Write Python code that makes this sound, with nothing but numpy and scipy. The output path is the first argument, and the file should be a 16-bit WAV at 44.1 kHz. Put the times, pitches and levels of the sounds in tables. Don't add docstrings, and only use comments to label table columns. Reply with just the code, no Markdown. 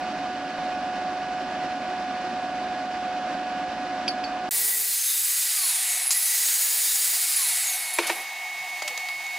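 import sys
import numpy as np
from scipy import signal
from scipy.fft import rfft, irfft, next_fast_len
from scipy.io import wavfile
from scipy.ndimage import uniform_filter1d, map_coordinates

SR = 44100
rng = np.random.default_rng(int(sys.argv[2]) if len(sys.argv) > 2 else 0)


def master(y):
    cut = np.clip(np.atleast_2d(y).T, -1, 1)
    pcm = np.round(cut * 32767)
    wavfile.write(sys.argv[1], SR, pcm.astype(np.int16))


N = 413658
M = next_fast_len(N)
SPAN = 5 * SR
FIRST_END_S, SECOND_START_S = 4.491, 4.5095
SHAFT_HZ, SECOND_SHAFT_RATIO = 104.8, 2.997
GEAR = 3.68
FULL_TURNS = 440
CUTOFF_HZ = 15800

# f/Hz, width/Hz, level/dB
HOUSING = [(3730, 180, 2), (4135, 290, 3.5), (4860, 940, 6.5), (6620, 170, 3.5), (7560, 160, 1),
           (9520, 260, 5.5), (10900, 510, -0.5), (12600, 280, -2)]


def from_db(db):
    return np.exp(np.asarray(db) * np.log(10) / 20)


def rms_one(x):
    return x / np.sqrt(np.mean(x ** 2) + 1e-20)


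def filtered(x, order, hz, kind="low"):
    return signal.sosfilt(signal.butter(order, hz, kind, fs=SR, output="sos"), x)


def in_time(rows):
    s, *columns = np.transpose(rows)
    return [np.interp(np.arange(N) / SR, s, c) for c in columns]


def bins_hz(size):
    return np.maximum(np.arange(size // 2 + 1) * SR / size, 1)


def at_hz(points, size=M):
    hz, value = np.transpose(points)
    return np.interp(np.log(bins_hz(size)), np.log(hz), value)


def humped(humps, size=M):
    return sum(db / (1 + (2 * (bins_hz(size) - hz) / width_hz) ** 2) for hz, width_hz, db in humps)


def swells(rows):
    t = np.arange(0, N, 32) / SR
    power = sum(from_db(2 * db) * np.exp(-(2 * (t - s) / length) ** 2) for s, length, db, *_ in rows)
    return np.interp(np.arange(N) / SR, t, np.sqrt(power))


def drift(rate, size=N):
    r = np.exp(-80 * np.pi * rate / SR)
    noise = rng.standard_normal(size // 40 + 2002)
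    slow = signal.lfilter([1], [1, -2 * r, r * r], noise)[2000:]
    return np.interp(np.arange(size) / 40, np.arange(len(slow)), rms_one(slow))


def tone(hz, waver_db, rate):
    waver = waver_db * drift(rate, size=len(hz))
    phase = 2 * np.pi * np.cumsum(hz) / SR + 0.065 * waver
    return np.sqrt(2) * from_db(waver) * np.sin(phase + rng.uniform(0, 2 * np.pi)) * (hz < CUTOFF_HZ)


def whoosh(hz, half_width_hz):
    breadth = filtered(rng.standard_normal((2, len(hz))), 2, half_width_hz)
    phase = 2 * np.pi * np.cumsum(hz) / SR
    return rms_one(breadth[0] * np.sin(phase) + breadth[1] * np.cos(phase))


def ring(clicks, hz, t60):
    r, w = from_db(-60 / (t60 * SR)), 2 * np.pi * hz / SR
    return signal.lfilter([0, np.sin(w)], [1, -2 * r * np.cos(w), r * r], clicks + 1e-18)


def strike(events, modes, gain_db, uneven_db, crack_db, crack_s, soft_hz):
    rows = np.array(events)
    at = (rows[:, 0] * SR).astype(int)
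    blow_db = rows[:, 1]
    tilt = rows[:, 2] if rows.shape[1] > 2 else 0
    first = at.min()
    size = min(at.max() + SR // 3, N) - first
    ringing = np.zeros(size)
    luck_db = rng.normal(0, uneven_db, (len(rows), len(modes)))
    for k, (hz, level_db, t60) in enumerate(modes):
        clicks = np.zeros(size)
        clicks[at - first] = from_db(blow_db + level_db + gain_db + luck_db[:, k] + tilt * np.log2(hz / 2000))
        ringing += ring(clicks, hz, t60) * (-1) ** k
    clicks = np.full(size, 1e-18)
    clicks[at - first] = from_db(blow_db + crack_db + tilt)
    decay = signal.lfilter([1], [1, -np.exp(-1 / (crack_s * SR))], clicks)
    crack = np.diff(decay * rng.standard_normal(size), prepend=0)
    out = filtered(ringing + crack, 2, min(soft_hz, .45 * SR))
    return np.pad(out, (first, N - first - size))


def fan(shaft_hz, orders, air, humps, air_db):
    colour_db = at_hz(air) + humped(humps)
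    rush = rms_one(irfft(rfft(rng.standard_normal(M)) * from_db(colour_db), M)[:SPAN])
    tones = sum(from_db(db) * tone(np.full(SPAN, k * shaft_hz), waver_db=1.3, rate=13.0) for k, db in orders)
    return from_db(air_db + 0.74 * drift(16.5, size=SPAN)) * rush + tones


def first_fan():
    # multiple of shaft rate, level/dB
    order_rows = [(2, -60.5), (4, -60.5), (5, -53), (6, -51), (8, -50.5), (14, -48), (15, -56), (16, -49.5),
                  (21, -64.5), (24, -56.5), (28, -57.5)]
    # f/Hz, level/dB
    air_rows = [(15, -61), (25, -35.5), (60, -26.5), (117, -29.5), (200, -15.5), (278, -13), (469, -17.5),
                (731, -18.5), (1330, -23), (1600, -22.5), (2100, -25.5), (5200, -34.5), (8120, -49.5),
                (12000, -62), (13500, -100)]
    # f/Hz, width/Hz, level/dB
    hump_rows = [(283, 25, 7), (365, 12, 9.5), (610, 210, 4.5), (710, 57, 4), (1178, 43, 5.5),
                 (1600, 160, 1.5), (2510, 200, 2), (5260, 250, 1), (436, 127, -12)]
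    # t/s, level/dB
    blade_rows = [(0, -33), (.3, -31), (.57, -35.5), (.6, -29.5), (1.3, -31.5), (4.48, -31.5)]
    body = np.pad(fan(SHAFT_HZ, order_rows, air_rows, hump_rows, air_db=-35), (0, N - SPAN))
    blade = tone(np.full(N, 7 * SHAFT_HZ), waver_db=0.87, rate=18.0)
    return body + from_db(in_time(blade_rows)[0]) * blade


def thumps():
    # t/s, peak/dB
    thump_rows = [(0.586, -34), (5.4, -54), (6.107, -61)]
    out, push = np.zeros(N), np.hanning(int(0.0022 * SR))
    for s, peak_db in thump_rows:
        out[int(s * SR):int(s * SR) + len(push)] += from_db(peak_db) * push
    return out


def clinks():
    # t/s, level/dB, brightness/dB per octave
    blow_rows = [(4.079, -10.5, -1.5), (4.082, -23, 6), (4.086, -26, 7), (4.2385, -19, -3.5),
                 (4.2425, -38, 4)]
    # f/Hz, level/dB, t60/s
    mode_rows = [(2420, -6, .018), (2643, -6, 0.022), (3200, -5, 0.018), (3700, -10, .012),
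                 (4490, -5, 0.125), (4560, -2, .03), (4950, -5, 0.04), (5650, -9, 0.025), (7200, -19, 0.05),
                 (9534, -23, .04), (10970, -21, .04)]
    struck = strike(blow_rows, mode_rows, gain_db=-5, uneven_db=1.5, crack_db=-25, crack_s=.003, soft_hz=6500)
    return filtered(struck, 10, 11600)


def second_fan():
    # multiple of shaft rate, level/dB
    order_rows = [(4, -59), (6, -54), (8, -57), (12, -52), (16, -56), (21, -55), (28, -64)]
    # f/Hz, level/dB
    air_rows = [(15, -60), (25, -38), (75, -46), (200, -34.5), (324, -21), (555, -24.5), (727, -4.5),
                (1460, -15), (1900, -8), (2500, -7), (3470, -14.5), (4300, -15.5), (6450, -19.5),
                (15700, -25.5)]
    # f/Hz, width/Hz, level/dB
    hump_rows = [(733, 85, 6), (1160, 67, 5.5), (1300, 190, -11), (163, 33, 8)]
    # t/s, level/dB
    gain_rows = [(4.5, -6), (5.3, -22.5), (5.7, -7.5), (6.0, -4.5), (6.3, -10.5), (7.0, -10), (7.7, -4.5),
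                 (7.98, 0), (8.0, 4.5), (8.06, 1.5), (8.1, 8), (8.14, 1), (8.26, 1), (8.5, -0.5), (8.8, 1),
                 (9.38, 0)]
    # t/s, tone level/dB, octave level/dB
    blade_rows = [(4.5, -51, -66), (5.3, -63, -62), (6.0, -44, -57), (6.2, -51, -68), (7.1, -53, -69),
                  (7.3, -48, -50), (7.6, -42, -48), (7.9, -38, -44.5), (8.1, -38, -50), (8.14, -39, -54),
                  (8.27, -37.5, -61), (8.52, -35, -62), (8.9, -34, -51), (9.38, -34, -56)]
    shaft_hz = SECOND_SHAFT_RATIO * SHAFT_HZ
    body = np.pad(fan(shaft_hz, order_rows, air_rows, hump_rows, air_db=-38), (N - SPAN, 0))
    blade_db, octave_db = in_time(blade_rows)
    blade = from_db(blade_db) * tone(np.full(N, 7 * shaft_hz), waver_db=1.0, rate=13.0)
    octave = from_db(octave_db) * tone(np.full(N, 14 * shaft_hz), waver_db=1.0, rate=13.0)
    return from_db(in_time(gain_rows)[0]) * body + blade + octave


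def disc():
    # start t/s, end t/s, starting speed/turns per s, wobble tone level/dB,
    # its octave level/dB, gear whine level/dB, share of the hiss that repeats each turn/0-1
    pass_rows = [(4.5, 4.92, 440, -51, -75, -58, .5), (4.92, 5.39, 425, -69, -80, -52, .2),
                 (6.11, 7.11, 345, -61, -62, -34, .09)]
    # t/s, disc speed/turns per s
    loaded_rows = [(4.5, 438), (4.6, 425), (4.72, 405), (4.82, 425), (4.95, 447), (5.1, 444), (5.39, 439),
                   (6.1, 350), (6.19, 352), (6.2, 520), (6.33, 470), (6.45, 461), (6.6, 468), (6.8, 474),
                   (7.11, 464)]
    # disc speed/turns per s, level/dB
    powered_rows = [(300, -71), (445, -57), (460, -51), (472, -50)]
    coasting_rows = [(80, -90), (135, -68), (160, -57), (220, -52), (270, -49), (350, -50), (400, -58),
                     (430, -66)]
    # disc speed/turns per s, level/dB
    gear_rows = [(370, -22), (398, -2), (440, -1), (461, 0), (466, -4), (472, -6)]
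    spin_up_s, coast_s, switch_s = .15, .91, .12
    friction, slowest = 160, 80

    t, step = np.arange(N - SPAN, N) / SR, 40
    on = np.array([(t >= start) & (t < end) for start, end, *_ in pass_rows])
    powered, pull = on.any(axis=0), in_time(loaded_rows)[0][-SPAN:]
    speed = [pull[0]]
    starts = {int((s - t[0]) * SR) // step: first for s, _, first, *_ in pass_rows}
    driven = powered | (t < SECOND_START_S)
    for k, (drive, goal) in enumerate(zip(driven[::step], pull[::step])):
        speed[-1] = starts.get(k, speed[-1])
        change = (goal - speed[-1]) / spin_up_s if drive else -speed[-1] / coast_s - friction
        speed.append(speed[-1] + step / SR * change)
    turns = np.interp(np.arange(SPAN) / step, np.arange(len(speed)), np.maximum(speed, slowest))

    _, _, _, wobble_db, octave_db, gear_db, repeats = np.transpose(pass_rows) @ on
    wobble_db = np.where(powered, wobble_db, -60.5) + 13 * np.log2(turns / FULL_TURNS)
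    motor_on_db = np.interp(turns, *np.transpose(powered_rows))
    motor_off_db = np.interp(turns, *np.transpose(coasting_rows))
    motor_db = np.where(powered, motor_on_db, motor_off_db)
    gear_db = np.where(powered, gear_db + np.interp(turns, *np.transpose(gear_rows)), -80)
    octave_db = np.where(powered, octave_db, -80)
    repeats = np.where(powered, repeats, 0.0091)
    settings = [wobble_db, octave_db, motor_db, gear_db, repeats]
    return turns, *uniform_filter1d(settings, int(switch_s * SR))


def hiss_db():
    # t/s, level/dB
    hiss_rows = [(4.52, -28.5), (4.8, -29), (5.03, -29.5), (5.4, -28), (5.94, -25), (6.08, -27),
                 (6.17, -28.5), (6.3, -27), (7.2, -27.5), (7.6, -25), (7.9, -30)]
    s, db = hiss_rows[-1]
    end_s, fade_db_per_s = 8.22, 21
    return in_time(hiss_rows + [(end_s, db - fade_db_per_s * (end_s - s)), (end_s + .1, -90)])[0]


def grinding_hiss(turns, repeats):
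    # f/Hz, level/dB, speed slope/dB per octave of disc speed
    band_rows = [(288, -81, 11), (920, -28, 3.5), (2270, -12.5, 1), (4900, -7.5, 5), (8340, -2, 4),
                 (10940, -4, 2.5), (14200, 2, 8.5)]
    angle = np.cumsum(turns * (1 + .002 * drift(24.6, size=SPAN))) / SR
    grit = rng.standard_normal((400, 129))
    grit[:, -1] = grit[:, 0]
    rim = map_coordinates(grit, [np.arange(SPAN) / SR * 30.0, angle % 1 * 128], order=1)
    rim = rms_one(filtered(np.diff(rim, prepend=0), 2, 7500, "high"))
    repeats = np.clip(repeats, 0, 1)
    contact = np.sqrt(repeats) * rim + np.sqrt(1 - repeats) * rng.standard_normal(SPAN)
    spectrum = rfft(contact) * from_db(humped(HOUSING, size=SPAN))
    hiss, together, level_db = 0, drift(29, size=SPAN), hiss_db()[-SPAN:]
    for centre_hz, band_db, speed_db in band_rows:
        peak = [(16, 0.026)] + [(hz, hz == centre_hz) for hz, *_ in band_rows]
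        band = at_hz(peak, size=SPAN) ** 1.31
        gain_db = level_db + band_db + speed_db * np.log2(turns / FULL_TURNS)
        gain_db = gain_db + 0.63 * together + 0.45 * drift(34, size=SPAN)
        hiss = hiss + from_db(gain_db) * rms_one(irfft(spectrum * band, SPAN))
    return hiss


def motor_and_gears(turns, motor_db, gear_db):
    # multiple of motor rate, level/dB
    motor_rows = [(1, -1.5), (24, 13)]
    gear_rows = [(4, -1.5), (11, -2)]
    # multiple of motor rate, level/dB, half-width/Hz
    whoosh_rows = [(4, 6, 170), (10.33, 17, 200)]
    # f/Hz, level/dB
    colour_rows = [(3000, 0), (8500, 0), (11000, -10), (16000, -20)]
    motor_hz = GEAR * turns
    motor = sum(from_db(motor_db + db) * tone(k * motor_hz, waver_db=2.5, rate=15.0) for k, db in motor_rows)
    gears = sum(from_db(gear_db + db) * tone(k * motor_hz, waver_db=2.5, rate=25.0) for k, db in gear_rows)
    sliding = sum(from_db(motor_db + db) * whoosh(k * motor_hz, width) for k, db, width in whoosh_rows)
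    colour_db = humped(HOUSING, size=SPAN) + at_hz(colour_rows, size=SPAN)
    return motor + gears + irfft(rfft(sliding) * from_db(colour_db), SPAN)


def grinder():
    turns, wobble_db, octave_db, motor_db, gear_db, repeats = disc()
    wobble = from_db(wobble_db) * tone(turns, waver_db=2.0, rate=11.0)
    octave = from_db(octave_db) * tone(2 * turns, waver_db=3.5, rate=13.0)
    out = grinding_hiss(turns, repeats) + motor_and_gears(turns, motor_db, gear_db) + wobble + octave
    return np.pad(out, (N - SPAN, 0))


def flares():
    out = 0
    for hz, half_width_hz, _ in HOUSING:
        swing_db = 4 * drift(2.6, size=SPAN)
        pitch = hz * (1 + .02 * drift(1.5, size=SPAN))
        out = out + from_db(swing_db) * whoosh(pitch, half_width_hz)
    return np.pad(from_db(hiss_db()[-SPAN:] - 21.5) * out, (N - SPAN, 0))


def drone():
    # middle t/s, length/s, level/dB
    swell_rows = [(4.7, 0.26, -42), (5.07, 0.035, -53), (5.31, 0.062, -45), (5.94, .06, -49),
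                  (6.3, .08, -41)]
    level = np.hypot(from_db(hiss_db() - 23 + 3.0 * drift(6.2)), swells(swell_rows))
    return level * rms_one(ring(rng.standard_normal(N), hz=1958, t60=4.0 / 51))


def singing():
    # middle t/s, length/s, level/dB, f/Hz
    burst_rows = [(5.09, 0.11, -24, 11100), (5.21, 0.067, -25, 10900), (5.66, 0.06, -20.5, 10500),
                  (5.9, 0.045, -28, 10900), (6.02, 0.037, -25, 10560), (6.08, 0.038, -19.5, 10600),
                  (6.2, 0.16, -22, 10940), (7.4, 0.11, -22.5, 10100), (7.52, 0.065, -28, 10300),
                  (7.94, 0.028, -30, 10420)]
    level = np.hypot(from_db(hiss_db() - 5.5 + 0.7 * drift(0.59)), swells(burst_rows))
    turns = np.pad(disc()[0], (N - SPAN, 0))
    ticks = np.diff(np.floor(np.cumsum(turns) / SR), prepend=0)
    share = 0.82 * np.clip((450 - turns) / 60, .15, 1)
    rub = np.sqrt(share) * rms_one(ticks) + np.sqrt(1 - share) * rng.standard_normal(N)
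    rub = rub * from_db(3.0 * drift(60))
    spin = np.exp(2j * np.pi * np.cumsum(in_time(burst_rows)[-1]) / SR)
    rung = spin * filtered(rub / spin, 2, 360)
    rung = rung.real / np.sqrt(uniform_filter1d(np.abs(rung) ** 2, 4000) / 2 + 1e-12)
    return level * from_db(-5.0) * rung


def rumbles():
    rumble_rows = [(4.511, 4.92, -46.5, 28, 40.3, 1220, -1), (7.724, 8.3, -78, 1, 40.6, 206, -22),
                   (7.974, 8.256, -36.5, 42, 313, 1670, -46), (8.545, 9.4, -71, 0, 122, 171, -35)]
    t, out = np.arange(N - SPAN, N) / SR, 0
    for start, end, level_db, fade, low_hz, high_hz, side_db in rumble_rows:
        mid, side = filtered(rng.standard_normal((2, SPAN)), 2, [low_hz, high_hz], "band")
        noise = rms_one(mid + from_db(side_db) * side * [[1], [-1]])
        gain = from_db(level_db - fade * np.abs(t - start) + 1.5 * drift(7.9, size=SPAN))
        gate = np.clip(np.minimum(t - start, end - t) / 0.0099, 0, 1)
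        out = out + gain * noise * gate
    return np.pad(out, ((0, 0), (N - SPAN, 0)))


def strong_flares():
    flare_rows = [(4.66, .1, -40, 8800), (4.92, .1, -39, 4150), (5.04, 0.15, -33.5, 6400),
                  (5.35, .08, -36, 6550), (5.5, .15, -41, 9350), (5.75, 0.26, -35, 9500),
                  (5.658, .12, -37, 4370), (5.926, 0.099, -35, 6650), (5.973, .14, -34, 8000),
                  (6.456, 0.14, -35, 10750), (7.32, .2, -40, 12250), (7.693, 0.074, -33, 6650),
                  (7.732, .2, -38, 12400), (8.15, .2, -48, 12500)]
    out = np.zeros(N)
    for s, length, level_db, hz in flare_rows:
        t = np.arange(-int(length * SR), int(length * SR))
        bell = np.exp(-2 * (t / SR / length) ** 2) * np.hanning(len(t)) ** .5
        out[int(s * SR) + t] += from_db(level_db) * bell * whoosh(np.full(len(t), hz), half_width_hz=120)
    return out


def rasps():
    # t/s, fade time/s, level before the fade/dB, centre f/Hz, click rate/per s
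    rasp_rows = [(6.1065, 0.035, -28, 6700, 2400), (6.1066, 0.0044, -29, 1840, 2300),
                 (7.938, 0.012, -32, 10500, 5000), (7.987, .018, -30, 3600, 4500),
                 (8.069, 0.03, -33, 4400, 5000), (8.069, 0.038, -33, 8000, 10000),
                 (8.025, 0.045, -33, 2480, 1500), (8.048, 0.02, -33, 2480, 1500),
                 (8.097, .02, -31, 2800, 3000), (8.8776, 0.011, -31, 6000, 3000)]
    out = np.zeros(N)
    for s, length, level_db, hz, per_s in rasp_rows:
        t = np.arange(int(3 * length * SR)) / SR
        clicks = (rng.random(len(t)) < per_s / SR) * rng.uniform(-1, 1, len(t))
        clicks += 0.12 * rng.standard_normal(len(t))
        clicks[0] = -1
        burst = rms_one(filtered(clicks, 2, [hz * .55, min(hz * 1.5, .45 * SR)], "band"))
        out[int(s * SR):int(s * SR) + len(t)] += from_db(level_db) * burst * np.exp(-(t / length) ** 1.5)
    return out


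def catch():
    # f/Hz, level/dB, t60/s
    mode_rows = [(1400, -20, .006), (2200, -13, .008), (4250, -8, .012), (4950, -6, .01), (6700, -2, .014),
                 (7300, -2, .011), (8200, -5, .008), (10200, -4, .01)]
    start_s, turn_s, first_db, loss_db = 6.1068, .0029, -8, .7
    ticks = [(start_s + k * turn_s, first_db - k * loss_db) for k in range(10)]
    return strike(ticks, mode_rows, gain_db=-7, uneven_db=2.5, crack_db=-10, crack_s=0.00051, soft_hz=13000)


def soft_modes(rows):
    out = np.zeros(N)
    for s, length, level_db, hz in rows:
        t = np.arange(-int(2 * length * SR), int(2 * length * SR))
        bell = np.exp(-2 * (t / SR / length) ** 2)
        out[int(s * SR) + t] += from_db(level_db) * bell * tone(np.full(len(t), hz), waver_db=2.0, rate=23.0)
    return out


def chirp():
    chirp_row = (6.161, .034, -38, 1970)
    return soft_modes([chirp_row])


def guard_ticks():
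    # t/s, level/dB, brightness/dB per octave
    blow_rows = [(7.9378, -31, 6), (7.9465, -34, 2), (7.9625, -34, 4), (7.9866, -22, -2), (8.0695, -20, 1),
                 (8.0745, -31, 3)]
    # f/Hz, level/dB, t60/s
    mode_rows = [(4300, -8, 0.037), (5640, -12, 0.018), (6760, -13, 0.028), (7500, -10, .03),
                 (8500, -5, .03), (10050, -6, .035), (10900, -3, .025), (13500, -6, .012)]
    return strike(blow_rows, mode_rows, gain_db=-9, uneven_db=8.0, crack_db=-5, crack_s=.001, soft_hz=15000)


def bench_thuds():
    # t/s, level/dB
    blow_rows = [(7.9861, -9), (7.9892, -15), (7.9928, -13), (8.0002, -20), (8.0965, -13), (8.0998, -13.5),
                 (8.105, -26), (8.1115, -27)]
    # f/Hz, level/dB, t60/s
    mode_rows = [(340, -0.5, 0.12), (437, -8, 0.085), (500, -5, .05), (670, -6.5, 0.045), (806, -11, 0.033),
                 (950, -2, 0.029), (1100, -10, 0.032), (1265, -6, 0.024), (1520, -5, 0.025),
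                 (1850, -6, 0.028), (2350, 1, 0.024), (2710, -5, 0.02), (3370, -12, .04), (4200, -15, .04)]
    return strike(blow_rows, mode_rows, gain_db=-9.0, uneven_db=3.5, crack_db=-12.5, crack_s=0.0094, soft_hz=4400)


def fender_taps():
    # t/s, level/dB, brightness/dB per octave
    blow_rows = [(8.8203, -18.5, -5), (8.8228, -29, 6), (8.8255, -28, 6.5), (8.8776, -23, 0),
                 (8.8787, -23, 5), (8.8803, -26, 7), (8.8825, -27, 2), (8.887, -31, 3), (8.9757, -23, 4),
                 (8.9775, -23, 3), (9.0868, -25, 3.5), (9.0905, -36, 3), (9.2656, -33, 5)]
    # f/Hz, level/dB, t60/s
    mode_rows = [(328, -10, 0.037), (628, -5, 0.04), (880, -5, 0.027), (1270, 1.5, 0.023), (2100, 9, 0.018),
                 (2600, 3.5, .015), (3230, 5, 0.016), (3860, 1, 0.013), (4780, 3, 0.016), (5750, -1, 0.011),
                 (6620, 2, 0.012), (7740, -10, .012)]
    # middle t/s, length/s, level/dB, f/Hz
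    hum_rows = [(8.855, .025, -50, 330), (8.868, 0.041, -43, 602), (8.915, 0.036, -48, 500),
                (8.98, .045, -54, 495)]
    taps = strike(blow_rows, mode_rows, gain_db=-13.5, uneven_db=2.5, crack_db=-10, crack_s=0.0026, soft_hz=8000)
    return taps + soft_modes(hum_rows)


def low_cut(x):
    return filtered(filtered(x, 4, 460, "high"), 8, 220, "high")


def spread(x, alike, pan, lag):
    tail = rng.standard_normal(8000) * np.exp(-np.arange(8000) / (0.018 * SR))
    scatter = rfft(rms_one(tail) / np.sqrt(8000), M)
    alike = np.clip(at_hz(alike), 0, .9999)
    mid, side = rfft(x, M), scatter * np.sqrt((1 - alike) / (1 + alike))
    lean = from_db(at_hz(pan) / 2)
    left = irfft(mid * (1 + side) * lean, M)[:N]
    right = irfft(mid * (1 - side) / lean, M)[:N]
    return np.array([np.roll(left, lag), right])


def scene():
    # f/Hz, likeness/0-1
    first_alike = [(60, .9), (150, .95), (380, .99), (690, .9999), (780, .9999), (1300, .93), (2380, .88),
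                   (5980, .4), (12000, .2)]
    fan_alike = [(60, .99), (450, 1), (740, 1), (1220, .998), (1900, 1), (2200, 0.99), (2600, 1), (3330, 1),
                 (5500, 0.7), (9080, .67), (15000, .43)]
    grinder_alike = [(100, .8), (270, 1), (500, 1), (3800, 1), (5500, 1), (9080, 0.95), (15000, 0.69)]
    # f/Hz, left minus right level/dB
    first_pan = [(60, -2.1), (15000, -2.1)]
    fan_pan = [(60, -2.5), (1300, 0), (2000, -0.2), (3300, -1.5), (5500, -1), (15000, 0)]
    t = np.arange(N) / SR
    bumps = thumps()
    first = spread(first_fan() + bumps + clinks(), first_alike, first_pan, lag=1)
    work = grinder() + flares() + drone() + singing() + strong_flares() + rasps() + catch() + chirp()
    work += guard_ticks() + bench_thuds()
    fan_and_fender = spread(second_fan() + low_cut(fender_taps()), fan_alike, fan_pan, lag=0)
    grinding = spread(low_cut(work) + bumps, grinder_alike, [(60, 0)], lag=0)
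    second = fan_and_fender + grinding + rumbles()
    return first * (t < FIRST_END_S) + second * (t >= SECOND_START_S)


def record(dry):
    return signal.sosfilt(signal.cheby2(16, 70, CUTOFF_HZ * 1.03, fs=SR, output="sos"), dry)


dry = scene()
out = record(dry)
master(out)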